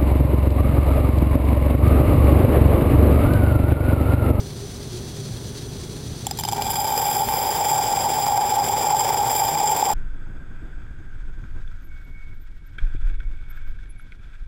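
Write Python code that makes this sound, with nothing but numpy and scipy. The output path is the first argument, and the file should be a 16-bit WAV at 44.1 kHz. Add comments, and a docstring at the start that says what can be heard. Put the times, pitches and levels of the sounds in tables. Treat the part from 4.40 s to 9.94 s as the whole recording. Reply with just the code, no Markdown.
"""First you hear a grinding lathe: its motor hums, its drive whines, water hisses off the wet wheel.
After about two seconds a glass taps the wheel several times, then stays on it and slides about.
Grit and tiny bounces make the glass ring, damped by the hand that holds it. Its high notes swell
and fade as it moves. While the glass is loud, an automatic volume control turns everything down,
so the hum sinks."""
import sys
import numpy as np
from scipy import signal
from scipy.fft import rfft, irfft
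from scipy.io import wavfile
from scipy.ndimage import uniform_filter1d

SR = 44100
rng = np.random.default_rng(int(sys.argv[2]) if len(sys.argv) > 2 else 0)


def master(y):
    """Save y as 16-bit WAV."""
    cut = np.clip(np.atleast_2d(y).T, -1, 1)
    pcm = np.round(cut * 32767)  # scale
    wavfile.write(sys.argv[1], SR, pcm.astype(np.int16))


N = 244165
TIME = np.arange(N) / SR

# The notes the glass rings at, called modes. Each row: pitch in Hz, width in Hz, level in dB.
GLASS_MODES = [(833.6, 111, -40.5), (1396, 48, -67), (1581, 10.4, -65.5), (2354, 116, -65), (3084, 99, -66),
               (3377, 212, -66.5), (3686, 70, -69.5), (4960, 188, -60.5), (6100, 120, -75),
               (7418, 497, -62), (7442, 163, -56), (9840, 334, -68.5), (10210, 113, -67.5),
               (12890, 490, -68.5), (13460, 82, -60), (14330, 240, -71.5), (15600, 130, -84)]
# The crunch of grit between those notes. 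Each row: frequency in Hz, level in dB.
CRUNCH_SPECTRUM = [(120, -83.5), (280, -68.5), (420, -58), (700, -59), (1050, -67), (1350, -72.5),
                   (2200, -70), (2800, -76), (4200, -87.5), (5100, -67.5), (6500, -83.5), (7600, -85),
                   (8700, -81), (11700, -81), (13500, -86), (15500, -71)]
# The glass taps and bounces on the wheel. Each row: start in seconds, strength in dB.
TAP_HITS = [(1.8675, 6.5), (1.9105, 3.5), (1.973, -17), (1.988, 4), (1.9967, 0), (2.008, -3.5),
            (2.0362, 5.5), (2.0499, 2.5), (2.0780, -1.5), (2.0867, 6), (2.094, -2), (2.1146, -5),
            (2.123, 2.5), (2.1305, 4), (2.147, -8), (2.221, 6.5), (2.2677, 1), (2.3044, 2.5), (2.357, 3),
            (2.887, 4.5), (3.866, 2.5), (3.976, 3), (4.546, 0)]
# Which modes a tap favours, compared with steady grinding. Each row: pitch in Hz, boost in dB.
TAP_BOOSTS = [(840, -5.5), (1500, -3.5), (3300, 1), (5000, 1), (7500, -6.5), (10000, -5), (13400, -13),
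              (15500, -13)]
# The sharp crack that starts a tap. Each row: frequency in Hz, level in dB.
CRACK_SPECTRUM = [(300, -63.5), (1100, -71), (2600, -69), (4200, -70), (5500, -66.5), (8700, -83),
                  (13500, -67.5), (16000, -70)]
# The glass skips at first, then beds in. Each row: time in seconds, share of smooth rubbing (0 to 1).
RUBBING_SHARE = [(2.1, 0.089), (2.5, 0.19), (3.1, 0.85), (5.54, 0.26)]
# The glass bites or eases off for a moment. Each row: middle in seconds, fade time on each side
# in seconds, swell in dB, brightness in dB per octave.
BRIEF_BITES = [(2.185, 0.062, 2.5, -4), (2.308, 0.014, 6.5, 3.2), (2.4, 0.067, 1, 1),
               (2.58, 0.068, 3.5, 0.5), (2.78, 0.2, 3.5, 1), (2.857, 0.064, -7, 0),
               (3.314, 0.088, 4.5, 1.5), (4.19, 0.031, 3, -1), (4.597, 0.042, 3.5, 1.8),
               (4.687, 0.051, 1.5, -1.7), (4.987, 0.12, 4.5, 1.7), (5.302, 0.047, 4.5, 0.7)]
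# Where the glass is on the wheel. Each row: time in seconds, cm to the right, cm downwards.
GLASS_PATH = [(2.1, -1.3, -0.42), (2.8, -.15, -1.06), (3.0, -0.071, -1.4), (3.2, 1.6, .3),
              (3.5, 0.89, 0.47), (3.8, 2.3, 0.47), (4.1, -.1, -0.13), (4.6, -0.98, 0.41),
              (5.0, -1.4, -0.28), (5.28, -.75, .85), (5.54, -.45, 0.049)]
# High modes leave the glass in beams, so moving it changes how loud they are.
# Each row: pitch in Hz, dB gained per cm to the right, dB gained per cm downwards.
SOUND_BEAMS = [(2300, -0.5, 0.5), (5000, 0.6, 0), (8000, -0.6, 3.5), (10000, 1.5, -1.8),
               (10000, -1.5, -1.7), (12900, 1.5, -4.2), (13460, -2.5, -0.5), (15600, 14.5, -17)]
# The wheel is not quite round. Each row: bumps per turn, swing of the contact force in dB.
WHEEL_BUMPS = [(1, 1.5), (2, 0.1), (3, 0.27), (6, 1.4), (8, 1.5)]
# The wheel drones when pressed. Each row: cycles per turn, level in dB.
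DRONE_TONES = [(11, -47), (17, -44), (25, -41.5), (70, -47)]
# The hum of the motor and frame. Each row: pitch in Hz, level in dB.
HUM_TONES = [(76, -48.5), (111.3, -40.5), (117.8, -41.5), (148, -40.5), (244, -50), (364, -52),
             (403.7, -45), (422, -57)]
# The whine of the motor drive. Each row: pitch in Hz, level in dB.
WHINE_TONES = [(5895, -59), (5932, -53), (5992, -59.5), (6056, -61), (8899, -63), (9082, -57), (11806, -67),
               (11865, -90), (12172, -71)]
# The rumble of the machine. Each row: frequency in Hz, level in dB.
RUMBLE_SPECTRUM = [(20, -74), (42, -59.5), (75, -56.5), (130, -60), (200, -62), (290, -66.5), (400, -65.5),
                   (500, -72.5), (900, -79.5), (1500, -85.5), (4000, -100)]
# Water spraying off the wheel. Each row: frequency in Hz, level in dB.
SPRAY_SPECTRUM = [(700, -95.5), (1500, -86.5), (2700, -86), (3400, -81.5), (4300, -77), (5500, -82.5),
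                  (7500, -85.5), (9500, -89), (11500, -92.5), (13000, -104), (16000, -95)]
# Faint ringing of the running machine. Each row: pitch in Hz, width in Hz, level in dB.
MACHINE_MODES = [(3340, 43, -74), (4440, 1800, -91), (6150, 270, -81.5), (9380, 250, -85),
                 (12700, 160, -86)]

WHEEL_TURNS_PER_S = 22.25
LOWEST_MODE_HZ = GLASS_MODES[0][0]
# Tap brightness, in dB per octave: firm taps are duller, and all grow duller as the glass beds in.
TAP_BRIGHTNESS, DULLING_PER_DB, DULLING_PER_S = 5.5, 0.2953, 4.5
# The glass lands and stays on the wheel. The hand then leans in, and the low notes fill out last.
LANDING_S, SETTLE_S = 2.044, 0.24
LIGHT_TOUCH_DB, LEAN_IN_S, FULL_AT_ONCE_HZ = -13, 0.33, 2070
PRESS_DB, PRESS_GROWTH_DB_PER_S = -1.5, .5


def grinding_glass():
    """Grit strikes the glass, which crunches and rings in its modes, while the pressed wheel drones."""
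    turns = np.cumsum(WHEEL_TURNS_PER_S + .08 * drift(2)) / SR
    rubbing = np.interp(TIME, *np.transpose(RUBBING_SHARE))
    force = chatter(turns, base_bounces_per_s=380, bounce_s=0.0034, rub_share=rubbing, wobble_db=0.6)
    sound = colour(grit(turns, repeat_share=0.14) * force * pressure(960), CRUNCH_SPECTRUM)
    rocking = from_db(2.18 * drift(39))   # the hand-held glass rocks unevenly on the wheel
    for hz, width_hz, level_db in GLASS_MODES:
        follows = np.clip(hz / 1900, 0, 1)   # high modes follow the bounces, low ones the rocking
        felt_force = rms_one(force ** follows * rocking ** (2 * (1 - follows)))
        contact = np.hypot(felt_force * pressure(hz), tap_force(hz, tap_s=0.00088, level_db=8.0))
        ring = mode_pair(grit(turns, repeat_share=.2) * contact, hz, width_hz)
        sound += from_db(level_db) * beam_gain(hz) * ring
    drone = sum(from_db(level_db) * np.sin(2 * np.pi * k * turns) for k, level_db in DRONE_TONES)
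    return sound + drone * pressure(1600)


def grit(turns, repeat_share):
    """Countless tiny impacts make a noise. Part of the same grit comes round on every turn."""
    size = round(SR / WHEEL_TURNS_PER_S)
    rim = rng.standard_normal(size)[np.round(turns * size).astype(int) % size]
    return np.sqrt(repeat_share) * rim + np.sqrt(1 - repeat_share) * rng.standard_normal(N)


def chatter(turns, base_bounces_per_s, bounce_s, rub_share, wobble_db):
    """The force on the glass as it rubs and bounces on a wheel whose bumps return every turn."""
    bumps_db = sum(swing_db * np.sin(2 * np.pi * (k * turns + rng.random()))
                   for k, swing_db in WHEEL_BUMPS)
    uneven_pace = from_db(5 * drift(150))
    bounce_count = np.floor(np.cumsum(uneven_pace) * base_bounces_per_s / SR)
    kicks = np.diff(bounce_count, prepend=0) * rng.random(N) ** 2
    bounce_energy = die_away(kicks, bounce_s / 2)   # energy fades twice as fast as force
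    energy = rub_share + (1 - rub_share) * bounce_energy / bounce_energy.mean()
    return rms_one(np.sqrt(energy) * from_db(bumps_db + wobble_db * drift(2.3)))


def pressure(hz):
    """How hard the wheel drives the glass near this pitch: it lands, is leant on, and bites at times."""
    age = np.maximum(TIME - LANDING_S, 0)
    lowness = np.clip(np.log(FULL_AT_ONCE_HZ / hz) / np.log(FULL_AT_ONCE_HZ / LOWEST_MODE_HZ), 0, 1)
    level_db = PRESS_DB + PRESS_GROWTH_DB_PER_S * age
    level_db += lowness * LIGHT_TOUCH_DB * np.exp(-age / LEAN_IN_S)
    for middle_s, fade_s, swell_db, brightness in BRIEF_BITES:
        bite = np.interp(TIME, [middle_s - fade_s, middle_s, middle_s + fade_s], [0, 1, 0])
        level_db += (swell_db + brightness * np.log2(hz / 3000)) * bite
    return np.minimum(age / SETTLE_S, 1) * from_db(level_db)


def beam_gain(hz):
    """A mode swells and fades as the moving glass sweeps its beam of sound past the listener."""
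    times, right_cm, down_cm = np.transpose(GLASS_PATH)
    pitches, right_db, down_db = np.transpose(SOUND_BEAMS)
    path_db = right_cm * np.interp(hz, pitches, right_db) + down_cm * np.interp(hz, pitches, down_db)
    return from_db(np.interp(TIME, times, path_db))


def knocks():
    """A tap cracks sharply and shoves the whole glass, which answers in its lowest mode."""
    shove = tap_force(LOWEST_MODE_HZ, tap_s=0.00025, level_db=-36.5)
    low_ring = mode_pair(shove, LOWEST_MODE_HZ, width_hz=170)
    bursts = rng.standard_normal(N) * tap_force(2000, tap_s=0.0016, level_db=2.5)
    return low_ring + colour(bursts, CRACK_SPECTRUM)


def tap_force(hz, tap_s, level_db):
    """Each tap is a brief scrape that dies away. Early, light ones favour the higher modes."""
    start_s, strength_db = np.transpose(TAP_HITS)
    brightness = TAP_BRIGHTNESS - DULLING_PER_DB * strength_db - DULLING_PER_S * (start_s - start_s[0])
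    boost_db = np.interp(hz, *np.transpose(TAP_BOOSTS)) + brightness * np.log2(hz / 3000)
    hits = np.zeros(N)
    hits[(start_s * SR).astype(int)] = from_db(level_db + strength_db + boost_db)
    return die_away(hits, tap_s)


def lathe():
    """The running machine: motor hum, drive whine, rumble, fine water spray and faint metal rings."""
    hum = tones(HUM_TONES, waver_hz=2.15, flutter_db=4.0, changes_per_s=6.96)
    whine = tones(WHINE_TONES, waver_hz=3.0, flutter_db=-1.5, changes_per_s=14.7)
    rumble = colour(rng.standard_normal(N), RUMBLE_SPECTRUM)
    splash = from_db(1.6 * drift(24))
    spray = colour(droplets(per_s=14000, spread_db=2.5) * splash, SPRAY_SPECTRUM)
    rings = sum(from_db(level_db) * mode_pair(rng.standard_normal(N) * splash, hz, width_hz)
                for hz, width_hz, level_db in MACHINE_MODES)
    return hum + whine + rumble + spray + rings


def tones(rows, waver_hz, flutter_db, changes_per_s):
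    """Steady machine tones that waver a little in pitch and level."""
    sound = np.zeros(N)
    for hz, level_db in rows:
        phase = 2 * np.pi * (np.cumsum(hz + waver_hz * drift(changes_per_s)) / SR + rng.random())
        flutter = from_db(flutter_db * drift(changes_per_s))
        sound += from_db(level_db) * rms_one(np.sin(phase) * flutter)
    return sound


def droplets(per_s, spread_db):
    """Tiny drops of water make random clicks of uneven size."""
    sizes = from_db(spread_db * np.minimum(rng.exponential(1, N), 4))
    return rms_one(sizes * rng.choice([-1, 1], N) * (rng.random(N) < per_s / SR))


def workshop_echo(sound, fade_s, echo_db):
    """The walls add a short, faint echo that falls by 60 dB in fade_s seconds."""
    age = TIME[:SR // 2]
    tail = rng.standard_normal(len(age)) * from_db(-60 * age / fade_s) * (age > .005)
    return sound + from_db(echo_db) * signal.fftconvolve(sound, tail / np.linalg.norm(tail))[:N]


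def mode_pair(sound, hz, width_hz):
    """Round things like a glass ring in close pairs of modes, so one narrow band of pitches passes."""
    band = signal.butter(2, [hz - width_hz / 2, hz + width_hz / 2], "band", fs=SR, output="sos")
    return signal.sosfilt(band, sound + 1e-18) * np.sqrt(SR / 2)


def colour(sound, spectrum):
    """Make each frequency of a noise as strong as the table says."""
    size = 8192
    hz, level_db = np.transpose(spectrum)
    grid_hz = np.maximum(np.arange(size // 2 + 1) * SR / size, 1)
    gains = from_db(np.interp(np.log(grid_hz), np.log(hz), level_db))
    # Fold the filter's early half onto its late half, so nothing rings before it is struck.
    cepstrum = irfft(np.log(gains))
    cepstrum[1:size // 2] *= 2
    cepstrum[size // 2 + 1:] = 0
    click_response = irfft(np.exp(rfft(cepstrum)))
    return signal.fftconvolve(sound, click_response)[:N] * np.sqrt(SR / 2)


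def die_away(hits, fade_s):
    """Give each hit a tail that falls to about a third in fade_s seconds."""
    return signal.lfilter([1], [1, -np.exp(-1 / (fade_s * SR))], hits + 1e-18)


def drift(changes_per_s):
    """A smooth random wander with a typical size of 1."""
    memory = np.exp(-40 * np.pi * changes_per_s / SR)
    noise = rng.standard_normal(N // 20 + 4002)   # one value per 20 samples, plus a warm-up
    slow = signal.lfilter([1], [1, -2 * memory, memory * memory], noise)[4000:]
    return np.interp(np.arange(N) / 20, np.arange(len(slow)), rms_one(slow))


def from_db(db):
    """Turn decibels into a number to multiply by."""
    return 10 ** (np.asarray(db) / 20)


def rms_one(sound):
    """Scale a signal so that its typical size (rms) is 1."""
    return sound / np.sqrt(np.mean(sound ** 2) + 1e-20)


def scene():
    """The glass is close to the listener, with the machine just behind it."""
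    glass = workshop_echo(grinding_glass() + knocks(), fade_s=.25, echo_db=-20)
    return (lathe() + from_db(3.5) * glass)[None]


def volume_control(sound, threshold_db, cut_per_db, attack_s, release_db_per_s):
    """The volume drops quickly when a peak passes the threshold, then comes back slowly."""
    level_db = 10 * np.log10(np.abs(uniform_filter1d(sound ** 2, size=130)) + 1e-12)
    held_db = np.maximum.accumulate(level_db + release_db_per_s * TIME) - release_db_per_s * TIME
    cut_db = cut_per_db * np.maximum(held_db - threshold_db, 0)
    memory = np.exp(-1 / (attack_s * SR))
    return sound * from_db(-signal.lfilter([1 - memory], [1, -memory], cut_db))


def record(dry):
    """Turn loud moments down, round off the tallest peaks and cut the highest treble."""
    levelled = volume_control(dry, threshold_db=-25.5, cut_per_db=.52, attack_s=.005, release_db_per_s=22)
    rounded = levelled / (1 + (levelled / .5) ** 6) ** (1 / 6)
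    treble_cut = signal.ellip(12, .1, 80, 15800, fs=SR, output="sos")   # above 15800 Hz
    return signal.sosfilt(treble_cut, rounded)


dry = scene()
out = record(dry)
master(out)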